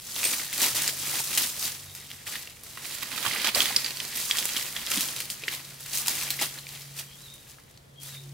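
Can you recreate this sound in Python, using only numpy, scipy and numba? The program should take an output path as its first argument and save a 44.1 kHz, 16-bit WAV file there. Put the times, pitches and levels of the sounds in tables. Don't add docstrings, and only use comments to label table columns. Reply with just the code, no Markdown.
import sys
import numpy as np
from scipy import signal
from scipy.fft import rfft, irfft, next_fast_len
from scipy.io import wavfile
from scipy.ndimage import uniform_filter1d
from numba import njit

SR = 44100
rng = np.random.default_rng(int(sys.argv[2]) if len(sys.argv) > 2 else 0)


def volts_from_db(level):
    exponent = np.asarray(level, float) / 20
    return 10 ** exponent


def inscribe(sig):
    pcm = np.round(np.clip(np.atleast_2d(sig).T, -1, 1) * 32767)
    wavfile.write(sys.argv[1], SR, pcm.astype(np.int16))


N = 367353

# [f/Hz, density/dB]
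WOOD_AIR = [(18, -40), (30, -2.5), (131, 4), (311, -8.5), (499, -8), (1010, -15.5), (2830, -21.5),
            (3220, -17.5), (9220, -31), (14800, -43), (16000, -35)]
# [f/Hz, level/dB]
AIR_APART = [(60, -20), (500, 0.5), (2000, 3.0), (6000, -6)]
# [t/s, f/Hz, level/dB]
ENGINE = [
    (0.0, 138.7, -72),
    (0.76, 140.5, -52),
    (2.71, 141, -65.5),
    (4.06, 137.7, -55.5),
    (4.17, 139.9, -63),
    (6.94, 139.7, -49.5),
    (7.52, 138.3, -64),
    (8.33, 139.3, -44.5),
]
# [t/s, f/Hz, level/dB]
ENGINE_UNDERTONE = [
    (.4, 93, -75),
    (.8, 92.8, -64),
    (1.6, 92.8, -65.5),
    (2.6, 92, -66),
    (3.0, 92, -85),
]
# [t/s, f/Hz, level/dB]
DOVE_COO = [
    (8.17, 387, -80),
    (8.21, 384, -60),
    (8.26, 360, -59),
    (8.34, 352, -67),
]
# [t from its drop/s, f/Hz, level/dB]
WHISTLE_SHAPE = [
    (-.2, 3130, -16),
    (-.17, 3190, -8),
    (-.11, 3330, -11),
    (-.075, 3800, -9),
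    (-.03, 3960, -4),
    (0, 3640, 0),
    (.045, 3760, -3),
    (.08, 3700, -13),
    (.15, 3670, -19),
]
# [t/s, level/dB, stretch/ratio]
WHISTLE_TIMES = [
    (7.275, -51, 1.08),
    (8.144, -50.5, .92),
]
# [t/s, f/Hz, level/dB]
FARTHER_BIRD = [
    (1.8, 3700, -68),
    (1.9, 3720, -59),
    (2.06, 3700, -64),
]
# [f/Hz, level/dB]
SCATTER_SHAPE = [(150, -9), (1500, -3.5), (4000, 0), (15000, 1.0)]
# [t/s, peak level/dB, f/Hz]
SOIL_THUDS = [
    (0.74, -46, 108),
    (3.268, -44, 125),
    (3.569, -44.5, 84),
]
# [f/Hz, level/dB]
THUD_SHAPE = [(35, -20), (70, 0), (130, 4), (300, -20)]
# [t/s, peak level/dB, ring f/Hz]
HOLLOW_KNOCKS = [(0.745, -42, 595), (1.343, -42.5, 1150), (1.373, -40.5, 820), (2.774, -35.5, 1080),
                 (3.178, -30, 1280), (3.248, -38, 1070), (3.251, -26.5, 1180), (3.263, -25.5, 1150),
                 (3.4455, -27, 1220), (3.563, -26, 698), (3.705, -32, 797), (4.298, -37, 1170),
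                 (4.917, -31, 1310), (4.975, -26.5, 194), (5.433, -42, 447), (5.479, -40.5, 358),
                 (6.08, -33, 970), (6.415, -30, 850), (6.427, -32.5, 704), (.253, -37, 520),
                 (.325, -38, 1300), (.632, -36, 900), (.662, -36, 800), (.713, -38.5, 1340),
                 (.93, -43, 620), (1.137, -37.5, 789), (1.203, -36, 910), (2.285, -40, 1140),
                 (2.475, -50, 497), (3.028, -38.5, 1130), (3.14, -38, 1000), (3.35, -31, 1200),
                 (3.478, -30, 895), (3.585, -30, 720), (4.343, -35, 1110), (5.72, -51, 330),
                 (7.584, -50, 1300)]
# [f/Hz, level/dB]
KNOCK_SHAPE = [(40, -27), (150, -1.0), (200, 1)]
# [t/s, f/Hz, level/dB]
SHEATH_SQUEAK = [
    (.22, 9170, -49),
    (.255, 8700, -33),
    (.275, 8670, -30.5),
    (.31, 8900, -50),
]
# [t/s, left minus right level/dB]
BUNDLE_PLACE = [
    (0, 0),
    (2.7, -0.5),
    (2.9, -8),
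    (3.25, -13),
    (3.7, -5.5),
    (3.8, -4),
    (4.8, -3.5),
    (5.1, 0),
    (5.5, 0),
    (8.33, 2.5),
]
# [t/s, peak level/dB]
LEAF_TICKS = [(0.192, -23), (0.5287, -20), (0.5781, -16), (0.6005, -21), (0.819, -14), (1.2024, -14.5),
              (1.939, -30), (2.1031, -33), (2.3555, -29), (2.391, -29.5), (2.635, -26.5), (3.03, -21),
              (3.1612, -22), (3.2974, -21), (3.3483, -20), (4.1714, -18), (4.1999, -20), (4.371, -18),
              (4.4545, -15), (4.6867, -30), (4.9731, -14), (5.8064, -26), (5.9519, -16), (6.3669, -25),
              (8.0017, -40), (8.0182, -38), (2.2672, -33), (2.6115, -38), (4.1574, -30), (5.5283, -26.5),
              (7.26, -44), (7.339, -35), (4.3899, -18), (5.2041, -22), (6.3041, -23), (8.0326, -27)]
# [t/s, peak level/dB, ring f/Hz]
RIB_BREAKS = [(.1931, -24, 3800), (.252, -21, 2500), (.3133, -31, 7100), (.529, -20.5, 2120),
              (.7473, -20, 4500), (.821, -18, 6500), (1.3753, -11, 3240), (1.9511, -28, 6630),
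              (3.0316, -23.5, 1940), (4.1725, -21.5, 2020), (4.201, -28, 6290), (4.3709, -18, 3120),
              (4.3889, -14, 6600), (4.455, -12.5, 7700), (4.9165, -12.5, 2820), (5.0077, -12, 4030),
              (5.2037, -15.5, 4270), (5.862, -26.5, 2770), (6.0605, -21.5, 2780), (6.0715, -15, 6250),
              (6.082, -8.5, 5170), (6.305, -9.5, 4280), (7.3393, -37, 9000), (.2404, -18, 8800),
              (.618, -14, 6000), (.637, -19, 3000), (.760, -18, 4500), (1.380, -19, 3370),
              (5.078, -26, 8000), (5.9838, -20, 7000), (6.153, -22, 7500), (6.4218, -17, 3200),
              (7.206, -42, 5000), (7.60, -48, 10000), (7.637, -45, 9000), (7.712, -44, 9500)]
# [t/s, peak level/dB, ring f/Hz]
TWIG_SNAPS = [(.777, -15, 3400), (.8778, -6.5, 4900), (2.1037, -30, 3270), (2.1147, -28, 3100),
              (2.4735, -27, 2780), (2.7738, -24, 1910), (3.1179, -30, 2020), (3.178, -20, 3600),
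              (3.4726, -14, 6150), (3.6574, -9, 3500), (3.6966, -22, 2450), (4.002, -15, 3120),
              (4.2763, -32.5, 7100), (4.3568, -18, 1900), (4.3847, -12, 3330), (4.4269, -18.5, 2980),
              (4.4908, -19, 3320), (4.5657, -12, 3370), (4.5695, -18, 2640), (4.8649, -18, 5470),
              (5.3015, -16.5, 4800), (5.5292, -25, 3230), (5.934, -19, 4570), (5.9739, -12, 6500),
              (3.279, -19, 3030), (6.6903, -28, 4690), (3.264, -17, 3200), (6.818, -29, 5210),
              (6.9662, -34, 5510), (7.7747, -37, 4320), (8.2927, -40, 4850), (.163, -21, 3580),
              (.580, -22, 4300), (.563, -26, 3600), (2.929, -35, 4100), (3.026, -27, 2600),
              (3.45, -16, 4500), (4.975, -16, 3500), (5.163, -25, 4000), (5.221, -23, 4300),
              (5.255, -26, 4800), (5.421, -29.5, 2700), (6.399, -22, 4900)]
# [t/s, peak level/dB, ring f/Hz]
STALK_CRACKS = [(.232, -18, 2500), (.242, -15, 2550), (.254, -22, 2450), (.336, -20, 2300),
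                (.397, -25, 2210), (1.8972, -37.5, 3660), (2.2677, -23.5, 1910), (2.3555, -21.5, 1860),
                (3.2277, -22.5, 3300), (3.252, -20, 1500), (3.4192, -23, 2500), (3.4455, -11, 3120),
                (3.5483, -9, 4700), (3.6048, -5.5, 3300), (3.6196, -9.5, 3470), (3.7631, -1, 5320),
                (3.7650, -8, 4670), (3.8453, -13, 4700), (3.8622, -15.5, 4600), (3.9061, -21.5, 4300),
                (3.971, -20.5, 4530), (4.0508, -20, 4440), (4.3111, -7, 3350), (4.7645, -15.5, 3390),
                (4.9366, -16, 3190), (5.086, -20, 3200), (5.437, -20.5, 2480), (5.4815, -13, 1915),
                (5.485, -16, 2900), (6.392, -22, 2100), (6.4129, -23, 5560), (6.5875, -27, 4170),
                (6.668, -28, 2430), (7.5844, -44, 1740)]
# [f/Hz, level/dB]
SNAP_SHAPE = [(300, -24.0), (1200, -8.0), (2000, 5)]
# [f/Hz, level/dB]
LEAF_SHAPE = [(1200, -28), (2500, -8.5), (4000, -3), (6000, 1.5), (9000, 3), (12000, 2.5), (15500, 0.5),
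              (17000, -14)]
TWIG_SHAPE = [(900, -26.5), (1500, -5), (2000, 3), (3200, 3), (4800, 3), (7000, -14.5)]
STALK_SHAPE = [(70, -32), (130, -8), (220, 0), (450, -1), (700, -0.5), (1200, 4.5), (1800, -0.5),
               (2600, -23)]
# [peak t/s, leaves level/dB, rise t/s per 10 dB, fall t/s per 10 dB, wood above leaves level/dB]
HEAP_STIRS = [(0.0, -33.5, .1, -0.03, -5.5), (0.261, -28, 0.14, 0.18, -8.5), (.32, -37, 0.04, .17, -1.5),
              (0.534, -30.5, -0.1, 0.05, -9.5), (0.631, -23, 0.05, .075, -6.5),
              (.75, -27.5, -0.04, .17, -6.5), (1.085, -32, 0.13, 0.37, -7.5),
              (1.205, -29.5, 0.14, -0.0134, -6.5), (1.375, -24.5, -0.0352, 0.1123, -8),
              (1.355, -29.5, 0.12, 0.04, -8), (1.64, -29.5, 0.06, 0.08, -7), (1.8, -47, 1, .4, -4),
              (1.95, -46.5, -0.2, 0.25, -4.5), (2.109, -50, -0.4, 0.8, -4.5),
              (2.272, -37.5, 0.01, 0.17, -3), (2.638, -46.5, 0, 0.3, -10.5), (2.774, -47, 0.13, 0.4, -0.5),
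              (2.852, -38.5, 0.04, 0.25, -5.5), (3.033, -34, 0.0165, -0.02, -2.5),
              (3.08, -47, 0.08, -0.3, -7), (.163, -37, .004, 0, -6), (.397, -37, -0.06, .02, -6),
              (.665, -33.5, .02, 0.06, -6.5), (.9, -35, 0.3, 0, -4.5), (2.325, -40, 0.02, 0.06, 0),
              (2.955, -39.5, 0.05, -0.3, -4.5), (3.14, -40, 0.03, 0, 0),
              (3.253, -34, 0.16, 0.21, 2.5), (3.38, -38.5, 0.25, .1, 2.5), (3.49, -30.5, 0.064, 0.013, 5.5),
              (3.551, -27.5, 0.0055, 0.17, -0.5), (3.58, -31, 0.032, .12, 1.5),
              (3.767, -36, 0.012, 0.12, -2), (3.869, -39, 0.16, 0.17, -1),
              (4.007, -38.5, 0.084, 0.77, -3.5), (4.173, -32.5, 0.034, 0.27, -13),
              (4.386, -34, 0.11, 0.44, -3.5), (4.57, -34, .05, 0.088, -2.5), (4.765, -41.5, 0.047, 0.57, 1),
              (4.917, -28.5, 0.023, 0.17, -4), (5.013, -32, 0.037, 0.08, -10), (3.52, -45, .05, .05, -1),
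              (3.447, -35, .004, .03, 3), (5.163, -38.5, .004, 0.046, -3),
              (5.214, -38, 0.11, 0.053, -11), (5.303, -33, 0.0065, 0.043, -15), (5.42, -50.5, 0.14, .2, 1),
             (5.535, -37, 0.072, 0.065, -1.5), (5.673, -46.5, .15, .17, -4),
             (5.819, -44.5, 0.029, 0.086, -11), (5.985, -30, 0.085, 0.037, -8.5),
             (6.082, -30, 0.019, 0.092, -9.5), (6.23, -32.5, 0.2, 0.092, -2.5), (6.312, -36, .01, 0.06, -7),
             (6.428, -27, 0.032, 0.033, -3), (6.583, -42.5, .25, 0.031, -1.5),
             (6.733, -44, .16, 0.22, -3.5), (6.994, -34.5, 0.03, 0.028, -8), (7.2, -51, .5, 0.51, -4.5),
             (7.505, -51, 0.05, .05, -5), (8.022, -45.5, 0.014, 0.078, -11), (8.07, -43, 0.044, 0.11, -6),
             (8.25, -57, 0.11, .9, -1.5), (5.955, -32, .006, .02, -10), (6.012, -33, .015, 0.022, -9),
             (8.15, -50, .03, .04, 0)]

LITTER_PAN = 0.39


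def level(x, db):
    return x * volts_from_db(db) / np.sqrt(np.mean(x ** 2))


def colour(x, points):
    size = next_fast_len(N)
    hz, db = np.transpose(points)
    shape = np.interp(np.log(np.arange(size // 2 + 1) * SR / size + 1), np.log(hz), db)
    return irfft(rfft(x, size) * volts_from_db(shape), size)[..., :N]


def walk(rate):
    hold = int(SR / rate)
    steps = np.repeat(rng.standard_normal(N // hold + 1), hold)
    return 1.23 * uniform_filter1d(uniform_filter1d(steps, hold), hold)[:N]


def tone(rows, wobble, flutter_db, rate):
    s, hz, db = np.transpose(rows)
    t = np.arange(N) / SR
    pitch = np.interp(t, s, hz) * (1 + wobble * walk(rate))
    gain = volts_from_db(np.interp(t, s, db, -140, -140) + flutter_db * walk(rate))
    return np.sqrt(2) * gain * np.sin(2 * np.pi * np.cumsum(pitch) / SR)


@njit
def rings(s, hz, t60, left, right, lag):
    out = np.zeros((2, N))
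    for k in range(len(s)):
        turn = np.exp(2j * np.pi * hz[k] / SR - np.log(1000) / (t60[k] * SR))
        z = 1 + 0j
        i = int(s[k] * SR)
        j = max(i + int(round(lag[k])), 0)
        for n in range(min(int(t60[k] * SR), N - max(i, j))):
            out[0, j + n] += left[k] * z.imag
            out[1, i + n] += right[k] * z.imag
            z *= turn
    return out


def strike(s, hz, t60, db, pan_db, lag):
    return rings(s, np.clip(hz, 40, .45 * SR), t60, volts_from_db(db + pan_db / 2), volts_from_db(db - pan_db / 2), lag)


def place(s):
    return np.interp(s, *np.transpose(BUNDLE_PLACE))


def wood():
    mid, apart = rng.standard_normal((2, N))
    apart = colour(apart, AIR_APART)
    air = colour(mid + apart * np.array([[1], [-1]]), WOOD_AIR)
    return level(air, -55.5) * volts_from_db(0.27 * walk(0.73))


def engine():
    drone = tone(ENGINE, wobble=0.00407, flutter_db=-1.6, rate=9)
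    return drone + tone(ENGINE_UNDERTONE, wobble=0.012, flutter_db=-3.0, rate=7.6)


def dove():
    return tone(DOVE_COO, wobble=0.0034, flutter_db=2.5, rate=15)


def birds():
    calls = [FARTHER_BIRD]
    for s, db, stretch in WHISTLE_TIMES:
        calls.append([(s + stretch * d, hz, db + d_db) for d, hz, d_db in WHISTLE_SHAPE])
    return sum(tone(call, wobble=.024, flutter_db=4.5, rate=330) for call in calls) * np.ones((2, 1))


def trunks(x):
    t60_s, onset_s = 0.3, 0.00091
    t = np.arange(int(SR * .5)) / SR
    echo = rng.standard_normal((2, len(t))) * volts_from_db(-60 * t / t60_s) * np.clip(t / onset_s, 0, 1)
    echo = echo / np.sqrt(np.sum(echo ** 2, axis=1, keepdims=True))
    wet = signal.fftconvolve(x.mean(axis=0, keepdims=True), echo, axes=1)[:, :N]
    return colour(wet, SCATTER_SHAPE)


def thuds():
    s, db, hz = np.transpose(SOIL_THUDS)
    return colour(strike(s, hz, 0 * s + 0.09, db + 5.0, 0 * s, 0 * s), THUD_SHAPE)


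def knocks():
    s, db, hz = np.transpose(HOLLOW_KNOCKS)
    c = rng.random((len(s), 3, 2))
    out = strike(s, hz, 7 / hz + 0.021, db + 2, 0 * s, 0 * s)
    for k in range(3):
        late = 0.012 * c[:, k, 0]
        near_hz = hz * (0.734 + 0.88 * c[:, k, 1])
        out += strike(s + late, near_hz, 5 / hz + 0.026, db - 6.5, 0 * s, 0 * s)
    return colour(out, KNOCK_SHAPE)


def squeak():
    return tone(SHEATH_SQUEAK, wobble=0.043, flutter_db=6.0, rate=550)


def ticks():
    s, db = np.transpose(LEAF_TICKS)
    c = rng.random((len(s), 3)).T
    hz = 9500 * 1.5 ** c[0]
    pan_db = LITTER_PAN * place(s)
    first = strike(s, hz, 7 / hz, db + 7, pan_db, 0 * s)
    second = strike(s + .003 * c[1], hz * (0.78 + .4 * c[2]), 9 / hz, db + 6, pan_db, 0 * s)
    return first + second


def breaks():
    kinds = (RIB_BREAKS, 6.5), (TWIG_SNAPS, -4), (STALK_CRACKS, -15.5)
    return np.transpose([(*row, treble_db) for rows, treble_db in kinds for row in rows])


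def snaps():
    s, db, hz, bright_db = breaks()
    pan_db = place(s)
    lag = -.35 * pan_db
    c = rng.random((len(s), 14, 4))
    ring_db = db - 11 - 0.23 * bright_db
    out = strike(s, hz, 16 / hz + 0.0061, ring_db, pan_db, lag)
    out += strike(s, 1.57 * hz, 4.4 / hz, db - 6.0 + 0.2 * bright_db, pan_db, lag)
    out += strike(s, 0 * s + 11500, 0 * s + 0.00029, db + bright_db + 0.6, pan_db, lag)
    for k in range(14):
        late = .011 * c[:, k, 0] ** 1.8
        fade_db = -800 * late - 6 * c[:, k, 1]
        crack_hz = 6500 * 3.1 ** c[:, k, 2]
        out += strike(s + late, crack_hz, 0 * s + 0.002, db + bright_db - 16.0 + fade_db, pan_db, lag)
        splinter_hz = hz * 2 ** (1.5 * c[:, k, 3] - .35)
        out += strike(s + late, splinter_hz, 9 / splinter_hz, db - 9 + fade_db, pan_db, lag)
    return colour(out, SNAP_SHAPE)


def litter(count, lo_hz, hi_hz, cycles, scatter_db, wide, smooth_db, shape):
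    c = rng.random((count, 5)).T
    hz = lo_hz * (hi_hz / lo_hz) ** c[1]
    side = wide * (2 * c[3] - 1)
    size_db = -scatter_db * np.log(c[2] + 0.018)
    grains = strike(c[0] * N / SR, hz, cycles * (.5 + c[4]) / hz, size_db, 6 * side, -4 * side)
    mid, apart = rng.standard_normal((2, N))
    hiss = mid + np.clip(wide, 0, 1) * apart * np.array([[1], [-1]])
    return level(level(colour(grains, shape), 0) + level(colour(hiss, shape), smooth_db), 0)


def slips(rate, fade_s, depth, at_snaps):
    kicks = (rng.random(N) < rate / SR) * np.minimum(rng.exponential(1, N), 1.3)
    kicks[(breaks()[0] * SR).astype(int)] += at_snaps
    settling = signal.lfilter([1], [1, -np.exp(-1 / (fade_s * SR))], kicks)
    return level(1 + depth * settling, 0)


def stirring():
    t = np.arange(0, N + 32, 32) / SR
    s, db, rise_s, fall_s, wood_db = np.transpose(HEAP_STIRS)[:, :, None]
    rising = (s - t) / np.maximum(rise_s, 1e-3)
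    falling = (t - s) / np.maximum(fall_s, 1e-3)
    leaf_db = db - 10 * np.where(t < s, rising, falling) ** 1.146
    twig_db = leaf_db + wood_db
    stalk_db = leaf_db + 0.72 * wood_db - 8.5
    gains = [np.sqrt(np.sum(volts_from_db(d) ** 2, axis=0)) for d in (leaf_db, twig_db, stalk_db)]
    return [np.interp(np.arange(N) / SR, t, gain) for gain in gains]


def handling():
    leaf, twig, stalk = stirring()
    pan_db = LITTER_PAN * place(np.arange(N) / SR)
    leaves = litter(count=26000, lo_hz=2500, hi_hz=16600, cycles=4.6, scatter_db=3.0, wide=0.54,
                    smooth_db=-0.5, shape=LEAF_SHAPE)
    twigs = litter(count=6000, lo_hz=1460, hi_hz=5500, cycles=9.0, scatter_db=3.2, wide=0.45,
                   smooth_db=-1, shape=TWIG_SHAPE)
    stalks = litter(count=3500, lo_hz=208, hi_hz=1840, cycles=4.1, scatter_db=2.0, wide=0.16,
                    smooth_db=4.5, shape=STALK_SHAPE)
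    crisp = leaves * leaf * volts_from_db(0.93) * slips(rate=160, fade_s=0.0029, depth=0.56, at_snaps=0.78)
    woody = twigs * twig * volts_from_db(-1.0 + 1.4 * walk(50))
    woody = woody + stalks * stalk * volts_from_db(-.5 + 0.45 * walk(25))
    woody = woody * slips(rate=90, fade_s=0.0051, depth=0.5, at_snaps=0.61)
    return (crisp + woody) * volts_from_db(np.array([pan_db, -pan_db]) / 2)


def scene():
    background = wood() + engine() + dove()
    far = birds()
    near = handling() + snaps() + ticks() + knocks() + thuds() + squeak()
    return background + far + volts_from_db(-2.0) * trunks(far) + near + volts_from_db(-8) * trunks(near)


def band_limit(x):
    return signal.sosfilt(signal.butter(12, 16990, fs=SR, output="sos"), x)


def record(dry):
    rounded = .75 * np.tanh(dry / .75)
    top_cut = signal.ellip(10, .2, 70, 15780, fs=SR, output="sos")
    mix = signal.sosfilt(top_cut, rounded)
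    return band_limit(mix)


dry = scene()
out = record(dry)
inscribe(out)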